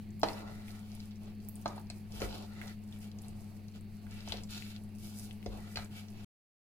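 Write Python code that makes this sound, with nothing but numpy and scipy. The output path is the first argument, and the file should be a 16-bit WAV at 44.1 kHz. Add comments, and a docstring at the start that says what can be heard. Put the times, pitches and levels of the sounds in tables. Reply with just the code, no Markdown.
"""A spoon stirs thick batter in a bowl on a kitchen counter, close to a two-port microphone.
Throughout, an appliance hums (beating sines) over the air of the room (shaped noise). First a wet smack
(resonant noise burst), then hard knocks (dying bowl modes, a noise crack, counter thumps) and scrapes (tiny
slips through wall resonances) with swish and drag (coloured grains). Passes and ticks go on, with knocks
again around 2, 4.3 and 5.6 s, until all sound stops shortly before the end."""
import sys
import numpy as np
from scipy import signal
from scipy.fft import rfft, irfft, next_fast_len
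from scipy.io import wavfile
from scipy.ndimage import uniform_filter1d

SR = 44100
rng = np.random.default_rng(int(sys.argv[2]) if len(sys.argv) > 2 else 0)


def how_loud(loudness_db):
    """Turn decibels into a plain amplitude multiplier (0 dB gives 1, 20 dB gives 10)."""
    steps = np.asarray(loudness_db, float) / 20
    return 10 ** steps


def unload_wav(signal):
    """Save mono or channel-first audio to the path in sys.argv[1] as 16-bit WAV at rate SR, clipped to [-1, 1]."""
    wavfile.write(
        sys.argv[1],
        SR,
        np.round(np.clip(np.atleast_2d(signal).T, -1, 1) * 32767).astype(np.int16),
    )


N = 299174
END_S = 6.2465  # all sound stops here

# Modes of the bowl. Each row: frequency in Hz, relative level in dB, t60 in seconds before smothering.
BOWL = [(373, -3.5, 0.036), (414, 1, 0.056), (463, 0.5, 0.06), (512, -2, 0.063), (602, -5, .05),
        (690, 10, 0.02), (803, 3.5, .03), (880, -9.5, 0.036), (891, 4.5, 0.022), (1007, -3.5, 0.012),
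        (1170, -4.5, 0.039), (1227, -5, 0.081), (1400, -5, 0.021), (1674, 1.5, 0.046), (1930, 8.5, 0.022),
        (2600, 4, .012)]


def evened(x):
    """Scales to rms 1."""
    return x / np.sqrt(np.mean(x ** 2) + 1e-20)


def read(points, hz):
    """Reads a table on a log-frequency axis."""
    f, value = np.transpose(points)
    return np.interp(np.log(hz + 1), np.log(f + 1), value)


def panned(x, pan_db):
    """Two channels with a left-minus-right level difference."""
    return np.array([x * how_loud(pan_db / 2), x * how_loud(-pan_db / 2)])


def add(mix, s, sound):
    """Mixes a sound in at a time in seconds."""
    part = mix[:, round(s * SR):][:, :sound.shape[1]]
    part += sound[:, :part.shape[1]]


def coloured(x, spectrum):
    """Gives x a spectrum, nothing below half its first frequency; rms 1."""
    size = next_fast_len(x.shape[-1])
    hz = np.fft.rfftfreq(size, 1 / SR)
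    gain = how_loud(read(spectrum, hz)) * (hz > spectrum[0][0] / 2)
    return evened(irfft(rfft(x, size) * gain, size)[..., :x.shape[-1]])


def resonate(x, hz, width):
    """A two-pole resonance of gain about 1."""
    return signal.lfilter(*signal.iirpeak(hz, max(hz / width, .6), SR), x)


def drift(rate):
    """Slow chance of rms 1: eight sines of random phase, up to rate in Hz."""
    t = np.arange(0, N + 64, 64) / SR
    waves = (np.sin(2 * np.pi * (f * t + rng.random())) / np.sqrt(f) for f in np.geomspace(rate / 10, rate, 8))
    slow = evened(sum(waves))
    return np.interp(np.arange(N) / SR, t, slow)


def air():
    """Room noise: random short-time spectra with faint drifting patches."""
    # Colour of the air. Each row: frequency in Hz, relative density in dB.
    air_colour = [(20, 10), (45, -3), (80, -3.5), (150, 2.5), (250, -9.5), (400, -11), (600, -26.5),
                  (800, -44.5), (1100, -33), (1700, -27.5), (2600, -25.5), (3500, -33.5), (4500, -26),
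                  (6000, -53), (9000, -51), (13000, -37.5), (16500, -36.5)]
    # Likeness of the ports. Each row: frequency in Hz, left-right correlation.
    likeness = [(60, 0.42), (150, 0.67), (380, 1), (950, -0.06), (2380, 0.74), (5980, 0.5), (15000, 0.0)]
    # Balance of the ports. Each row: frequency in Hz, left minus right in dB.
    balance = [(60, -1), (150, 4), (380, -2), (950, 2.5), (2380, -6), (5980, 1), (15000, -5)]
    air_db, patchy_db = -53, 1.6
    frames, hz = N // 256 + 5, np.fft.rfftfreq(1024, 1 / SR)
    a, b, c, d, patches = rng.standard_normal((frames, 513, 5)).T
    patches = evened(uniform_filter1d(uniform_filter1d(patches, 12, 0), 14, 1))
    same = np.clip(read(likeness, hz), -1, 1)[:, None]
    left = a + 1j * b
    right = same * left + np.sqrt(1 - same ** 2) * (c + 1j * d)
    gain = panned(how_loud(read(air_colour, hz)), read(balance, hz))[:, :, None]
    z = np.array([left, right]) * gain * how_loud(patchy_db * patches)
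    return how_loud(air_db) * evened(signal.istft(z, nperseg=1024, noverlap=768)[1][:, :N])


def hum():
    """Steady mains buzz; a wandering motor tone beats against its second multiple."""
    # Mains buzz. Each row: multiple of buzz_hz, rms level in dB, left minus right in dB.
    buzz_tones = [(1, -51.5, 5), (2, -57.5, 1.96)]
    # Pitch of the motor whine. Each row: time in seconds, frequency in Hz.
    motor_pitch = [(0, 210.5), (.8, 210.78), (1.6, 210.42), (2.4, 210.75), (3.2, 209.93), (4.4, 209.8),
                   (5.6, 210.2), (6.8, 210.2)]
    # Loudness of the motor whine. Each row: time in seconds, rms level in dB.
    motor_level = [(0, -48.5), (.6, -49.5), (1.1, -48), (1.6, -49), (2.1, -50), (2.7, -49), (3.1, -48),
                   (3.5, -52), (4, -50.5), (4.6, -49), (5.1, -48.5), (5.5, -49), (6.3, -52)]
    buzz_hz, motor_pan_db = 99.91, 2
    t = np.arange(N) / SR
    buzz = sum(panned(how_loud(db) * np.cos(2 * np.pi * round(k) * buzz_hz * t), pan_db)
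               for k, db, pan_db in buzz_tones)
    turns = np.cumsum(np.interp(t, *np.transpose(motor_pitch))) / SR
    whine = np.cos(2 * np.pi * turns) + how_loud(-31.5) * np.cos(4 * np.pi * turns)
    motor = how_loud(np.interp(t, *np.transpose(motor_level))) * whine
    return np.sqrt(2) * (buzz + panned(motor, motor_pan_db))


def room(x):
    """Reverberation: sparse taps of random sign, each band dying at its own speed."""
    # Decay of the kitchen. Each row: frequency in Hz, t60 in seconds.
    decay = [(200, 0.72), (700, 0.3), (2000, 0.32), (5000, 0.093), (12000, 0.5)]
    taps = np.zeros((2, SR))
    slots = np.arange(160, SR - 20, 20)
    at = slots + rng.integers(0, 20, (2, len(slots)))
    np.put_along_axis(taps, at, rng.choice([-1., 1.], at.shape), 1)
    hz, t, z = signal.stft(taps, SR, nperseg=256)
    t60 = np.maximum(read(decay, hz), .05)[:, None]
    tail = signal.istft(z * how_loud(-60 * t / t60), SR, nperseg=256)[1]
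    tail = tail + 0.34 * tail[::-1]  # a small hard room sounds partly alike at both ports
    return signal.fftconvolve(x, tail / np.linalg.norm(tail[0]), axes=1)[:, :N]


def ports(x):
    """Each port hears near sources with its own colour and first echoes off counter and bowl."""
    # Balance of near sources. Each row: frequency in Hz, left minus right in dB.
    near_balance = [(60, -1.5), (150, 12), (380, -8), (950, 2), (2380, -2), (5980, 3.5), (15000, -5.5)]
    taps = np.zeros((2, 400))
    at = np.array([[0, 17, 47, 131, 260], [5, 24, 67, 98, 310]])  # samples; the right port hears a little late
    gains = np.array([[1, 0.08, -0.22, 0.015, -0.22], [1, -0.075, 0.45, -0.47, 0.5]])
    np.put_along_axis(taps, at, gains, 1)
    taps /= np.linalg.norm(taps, axis=1)[:, None]
    size = next_fast_len(N)
    hz = np.fft.rfftfreq(size, 1 / SR)
    colour = panned(np.ones(len(hz)), read(near_balance, hz))
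    return irfft(rfft(x, size) * rfft(taps, size) * colour, size)[:, :N]


def smacks():
    """A wet film tears: a burst of a millisecond with a short fizz behind it, through one broad resonance."""
    # The clearest smacks and ticks. Each row: start in seconds, peak in dB, centre in Hz, left minus right in dB.
    clear = [(0.1062, -49.5, 7300, 4), (0.196, -38.5, 12600, -2), (0.2159, -39, 4470, 2),
             (0.3321, -37.5, 4600, -6), (0.6818, -40.5, 2640, -3), (0.7058, -41, 4730, -6),
             (0.9178, -42.5, 4560, 1), (0.9517, -44, 11400, -7), (1.0031, -38, 4200, -1),
             (1.1099, -47, 4500, -2), (1.4865, -32, 13700, -8), (1.5559, -36, 9010, 2),
             (1.6143, -48, 10900, -7), (1.623, -51, 6800, -2), (1.679, -33, 5300, -3),
             (1.7609, -46, 10700, -3.5), (1.7713, -55, 8900, -2.5), (1.7963, -40, 14600, -1.5),
             (1.8701, -51, 4440, 5), (1.9001, -36.5, 7330, -1), (2.1211, -41, 4970, -6),
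             (2.2029, -34.5, 4620, -1), (2.615, -31.5, 1920, -1), (2.6793, -35, 4460, -4),
             (2.9257, -41, 4000, -1), (2.9886, -47.5, 9920, -9), (3.0295, -51, 2260, 1.5),
             (3.1158, -46.5, 4630, 6.5), (3.1872, -39.5, 4500, -3), (3.2206, -41.5, 10340, -3),
             (3.2834, -38, 8500, 0), (3.684, -48, 4450, 6.5), (3.7589, -52.5, 4700, -11),
             (4.0672, -44.5, 1900, 0.5), (4.1101, -44, 5740, -3.5), (4.2058, -40, 4560, 1),
             (4.2867, -37.5, 6400, 2.5), (4.3212, -26.5, 3280, 15.5), (4.371, -36.5, 4300, 3),
             (4.4353, -38, 5760, -1), (4.6229, -38, 2390, 14), (4.7631, -42.5, 3760, 13),
             (5.254, -42, 8370, -4.5), (5.3098, -37, 2840, 6), (5.3283, -47, 10400, 4),
             (5.4281, -42.5, 2660, 7), (5.8461, -40.5, 9100, 4), (6.0841, -44, 4600, -6)]
    width_share, raw_share = 0.44, 0.07  # resonance width over its centre; share of the uncoloured burst
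    faint_per_s, faint_db, faint_hz = 6, -52, 6000  # fainter ticks fall at random, around this level and pitch
    out, t = np.zeros((2, N)), np.arange(2048) / SR
    shape = np.exp(-t / .0006) + .14 * np.exp(-t / .007)
    when, size, pitch, side = rng.random((round(faint_per_s * END_S), 4)).T
    faint = zip(END_S * when, faint_db + 8 * (size - .5), faint_hz * 2 ** (2 * pitch - 1), 12 * (side - .5))
    for s, db, hz, pan_db in clear + list(faint):
        burst = rng.standard_normal(len(t)) * shape
        pop = resonate(resonate(burst, hz, width_share * hz), hz, 2 * width_share * hz)
        pop = pop + raw_share * burst
        add(out, s, panned(how_loud(db) * pop / abs(pop).max(), pan_db))
    return out


def ring(modes, favoured_hz, chance):
    """Dying modes; the place of the blow favours those near one pitch; peak 1."""
    spot_db = 2.5  # how much the modes differ from blow to blow
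    smother_cycles, linger = 4, .3  # the batter smothers most of a ring within a few cycles
    t = np.arange(SR // 3) / SR
    x = 0
    for (hz, db, t60), c in zip(modes, chance):
        level = db - 13 * np.log2(hz / favoured_hz) ** 2 + spot_db * c
        x = x + how_loud(level - 60 * t / t60) * np.sin(2 * np.pi * hz * t)
    x *= (1 - np.exp(-t * favoured_hz / .8)) ** 2  # a duller blow stays longer in contact
    x *= linger + (1 - linger) * np.exp(-t * favoured_hz / smother_cycles)
    return x / abs(x).max()


def knocks():
    """Each blow rings the damped bowl, cracks briefly and thumps the counter; returns bowl and counter."""
    # Spoon on bowl. Each row: start in seconds, peak of the bowl ring in dB, pitch favoured by the blow in Hz,
    # crack in dB before its decay, counter thump in dB before its slow start.
    blows = [(0.231, -12.5, 746, -24, -47), (0.2374, -21, 680, -41.5, -45.5), (0.284, -39, 840, -33.5, -46),
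             (0.419, -45, 774, -54.5, -43.5), (1.657, -22, 740, -35.5, -48), (1.778, -35.5, 826, -53, -60),
             (1.9, -43.5, 700, -38.5, -52), (2.138, -49, 325.7, -58, -36.5), (2.217, -25, 400, -34, -31),
             (2.236, -49, 427.2, -56.5, -50.5), (2.449, -50.5, 380, -66, -43),
             (3.245, -56, 720, -57.5, -57), (4.275, -39, 732, -43.5, -36), (4.322, -36, 710, -33, -53.5),
             (4.338, -36, 431, -42, -48), (4.379, -49, 689, -59.5, -58.5), (5.46, -29, 470, -39, -31),
             (5.757, -41.5, 375, -32, -37), (5.77, -30, 1400, -33.5, -47), (5.788, -37.5, 867, -63, -41)]
    # Modes of the counter. Each row: frequency in Hz, relative level in dB, t60 in seconds before smothering.
    counter_modes = [(48, -3.5, 0.43), (81, 15, 0.092), (151, 14.5, 0.12), (300, -16.5, .1)]
    # Colour of the crack. Each row: frequency in Hz, relative density in dB.
    crack_colour = [(880, -31), (1500, 5.5), (3120, 8), (3660, 5), (4160, 16), (8490, -15), (13000, -15),
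                    (16000, -36.5)]
    bowl, counter, t = np.zeros((2, N)), np.zeros((2, N)), np.arange(SR // 3) / SR
    snap = np.exp(-t / .0025) + 0.084 * np.exp(-t / 0.031)
    for s, ring_db, favoured_hz, crack_db, thump_db in blows:
        chance = rng.standard_normal(len(BOWL) + len(counter_modes))
        crack = coloured(rng.standard_normal(len(t)), crack_colour) * snap
        thump = ring(counter_modes, 47, chance[len(BOWL):])
        thump *= 1 - np.exp(-t / 0.025)  # the heavy board starts slowly
        knock = how_loud(ring_db) * ring(BOWL, favoured_hz, chance) + how_loud(crack_db) * crack
        add(bowl, s + .001, panned(knock, -0.5))
        add(counter, s, panned(how_loud(thump_db) * thump, 0.97))
    return bowl, counter


def grains(per_s, spread_db, smooth):
    """Dense tiny slips of uneven size over a smooth rub, partly alike at both ports."""
    sizes = how_loud(spread_db * np.minimum(rng.exponential(1, N), 5))
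    slips = sizes * (rng.random(N) < per_s / SR) * rng.choice([-1, 1], N)
    rub = rng.standard_normal((3, N))
    return evened(slips) + smooth * (rub[0] + 2.3 * rub[1:])


def passes():
    """Powers of all passes add over the idle creep; scrape power weights the contact pitch."""
    # Passes of the spoon. Each row: start in seconds, length in seconds, scrape on the bowl wall in dB,
    # pitch favoured by the contact in Hz, wet swish in dB, drag of the batter in dB.
    strokes = [(0.23, 0.211, -52.5, 1922, -59, -48), (0.341, 0.22, -57.5, 1400, -78, -51),
               (0.472, 0.39, -60.5, 1610, -66.5, -64), (0.745, 0.46, -65.5, 2870, -69, -71),
               (1.2, 0.15, -68, 2530, -79.5, -62.5), (1.645, 0.18, -60, 1670, -73, -53.5),
               (2.101, 0.173, -56, 3200, -57, -58.5), (2.198, 0.093, -47.5, 1400, -52.5, -45),
               (2.246, 0.24, -53, 3400, -60.5, -50.5), (2.47, 0.15, -61.5, 1520, -78, -64),
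               (2.555, 0.1986, -53, 1825, -63, -57), (2.913, 0.075, -63.5, 2600, -65, -76.5),
               (3.004, 0.097, -62, 2880, -63.5, -66), (3.224, 0.1, -69, 2400, -73, -60),
               (3.731, 0.068, -64, 3000, -77, -62), (4.08, 0.209, -56.5, 2200, -66, -70.5),
               (4.241, 0.2, -51.5, 3080, -61.5, -57.5), (4.486, 0.19, -50, 3470, -55, -75),
               (4.593, 0.2067, -56.5, 2980, -63, -75), (4.976, 0.37, -61.5, 3580, -55.5, -64.5),
               (5.491, 0.14, -62, 3200, -69, -54), (5.565, 0.223, -58.5, 1740, -64, -63.5),
               (5.745, 0.14, -55.5, 1503, -60.5, -59.5), (5.901, 0.17, -57, 2620, -62.5, -65),
               (6.1, 0.41, -60.5, 2700, -69, -63)]
    # Under the passes the spoon creeps. One row: scrape in dB, contact in Hz, swish in dB, drag in dB.
    creep = (-77, 2398, -71, -66)
    lean, sharp = .8, .9  # a pass swells early and eases off: sin(pi u ^ lean) ^ sharp
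    waver_db = 1.75  # rms waver of the creep
    t = np.arange(0, N + 64, 64) / SR
    start, length, *rows = np.transpose(strokes)
    u = np.clip((t[:, None] - start) / length, 0, 1)
    swell = abs(np.sin(np.pi * u ** lean)) ** (2 * sharp)  # as power
    waver = drift(8)[np.minimum(np.arange(len(t)) * 64, N - 1)]
    swell = np.column_stack([swell, how_loud(2 * waver_db * waver)])
    scrape_db, contact_hz, swish_db, drag_db = (np.append(row, idle) for row, idle in zip(rows, creep))
    scrape, swish, drag = (swell @ how_loud(2 * db) for db in (scrape_db, swish_db, drag_db))
    contact = np.exp(swell @ (how_loud(2 * scrape_db) * np.log(contact_hz)) / scrape)
    curves = np.sqrt(scrape), contact, np.sqrt(swish), np.sqrt(drag)
    return (np.interp(np.arange(N) / SR, t, curve) for curve in curves)


def stirring():
    """The spoon's slips sing in the bowl wall, the batter swishes and drags, pass after pass."""
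    # What the rubbed bowl wall sings with. Each row: frequency in Hz, width in Hz, relative level in dB.
    wall = [(1368, 190, -1.5), (1896.6, 350, -0.5), (2325, 160, -1), (2687, 460, 0.5), (3090, 610, 1.5),
            (3673, 810, -1), (4105, 1100, -1.5), (4600, 280, -1), (5560, 230, 2), (6800, 660, 4)]
    # Colours of the scrape, swish and drag. Each row: frequency in Hz, relative density in dB.
    scrape_colour = [(530, -41), (900, 1.5), (1130, -11.5), (1420, 2.5), (3150, -10), (3930, 1),
                     (9000, -14.5), (11700, -43.5), (19800, -120)]
    swish_colour = [(1470, -39), (2500, -26.5), (3310, -17.5), (3720, -3.5), (4110, -7.5), (4650, 9.5),
                    (7650, 6), (10600, 8.5), (15200, 4), (16000, -39.5)]
    drag_colour = [(150, -37.5), (260, -28), (296, 5), (329, 2), (628, -8.5), (731, -7.5), (1050, -6.5),
                   (1280, -12.5), (1600, -16.5), (2080, -53.5), (3520, -120)]
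    flutter_db, pan_db = 1.8, -0.44
    scrape_gain, contact_hz, swish_gain, drag_gain = passes()

    slips = grains(2500, 5.5, 0.59)
    # the place of contact favours the wall resonances near it, and each comes and goes
    weights = [how_loud(db - 11.3 * abs(np.log2(contact_hz / hz)) + flutter_db * drift(10)) for hz, width, db in wall]
    sung = sum(w * evened(resonate(resonate(slips, hz, width), hz, 2 * width))
               for w, (hz, width, db) in zip(weights, wall))
    sung = sung / np.sqrt(sum(w ** 2 for w in weights))
    scrape = scrape_gain * how_loud(1.7 * drift(40)) * (sung + 0.6 * coloured(slips, scrape_colour))

    swish = swish_gain * how_loud(2.2 * drift(40)) * coloured(grains(1300, 19, 0.94), swish_colour)

    lumps = coloured(grains(700, 3.6, 0.76), drag_colour)
    # the drag shakes the bowl's own modes
    shaken = sum(how_loud(db) * resonate(lumps, hz, 3 / t60) for hz, db, t60 in BOWL)
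    drag = drag_gain * how_loud(0.98 * drift(30)) * evened(evened(shaken) + .5 * lumps)
    return (scrape + swish + drag) * panned(np.ones(N), pan_db)


def scene():
    """Near sources through the ports, knocks and smacks also through the room, over hum and air."""
    bowl, counter = knocks()
    pops = smacks()
    near = ports(bowl + counter + pops + stirring())
    echoes = room(how_loud(-5.5) * bowl + how_loud(-9.5) * pops)
    return near + echoes + hum() + air()


def top_cut(x):
    """Nothing passes above the cut-off."""
    return signal.sosfilt(signal.butter(12, 16820, fs=SR, output="sos"), x)


def record(dry):
    """Band limit and a small constant offset; the sound stops short of the end."""
    low_pass = signal.firwin(255, 16100, window=("kaiser", 6), fs=SR)[None]
    offset = -.00043  # of full scale
    mix = signal.oaconvolve(dry, low_pass, "same") + offset
    mix = mix * (np.arange(N) < END_S * SR)
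    return top_cut(mix)


dry = scene()
out = record(dry)
unload_wav(out)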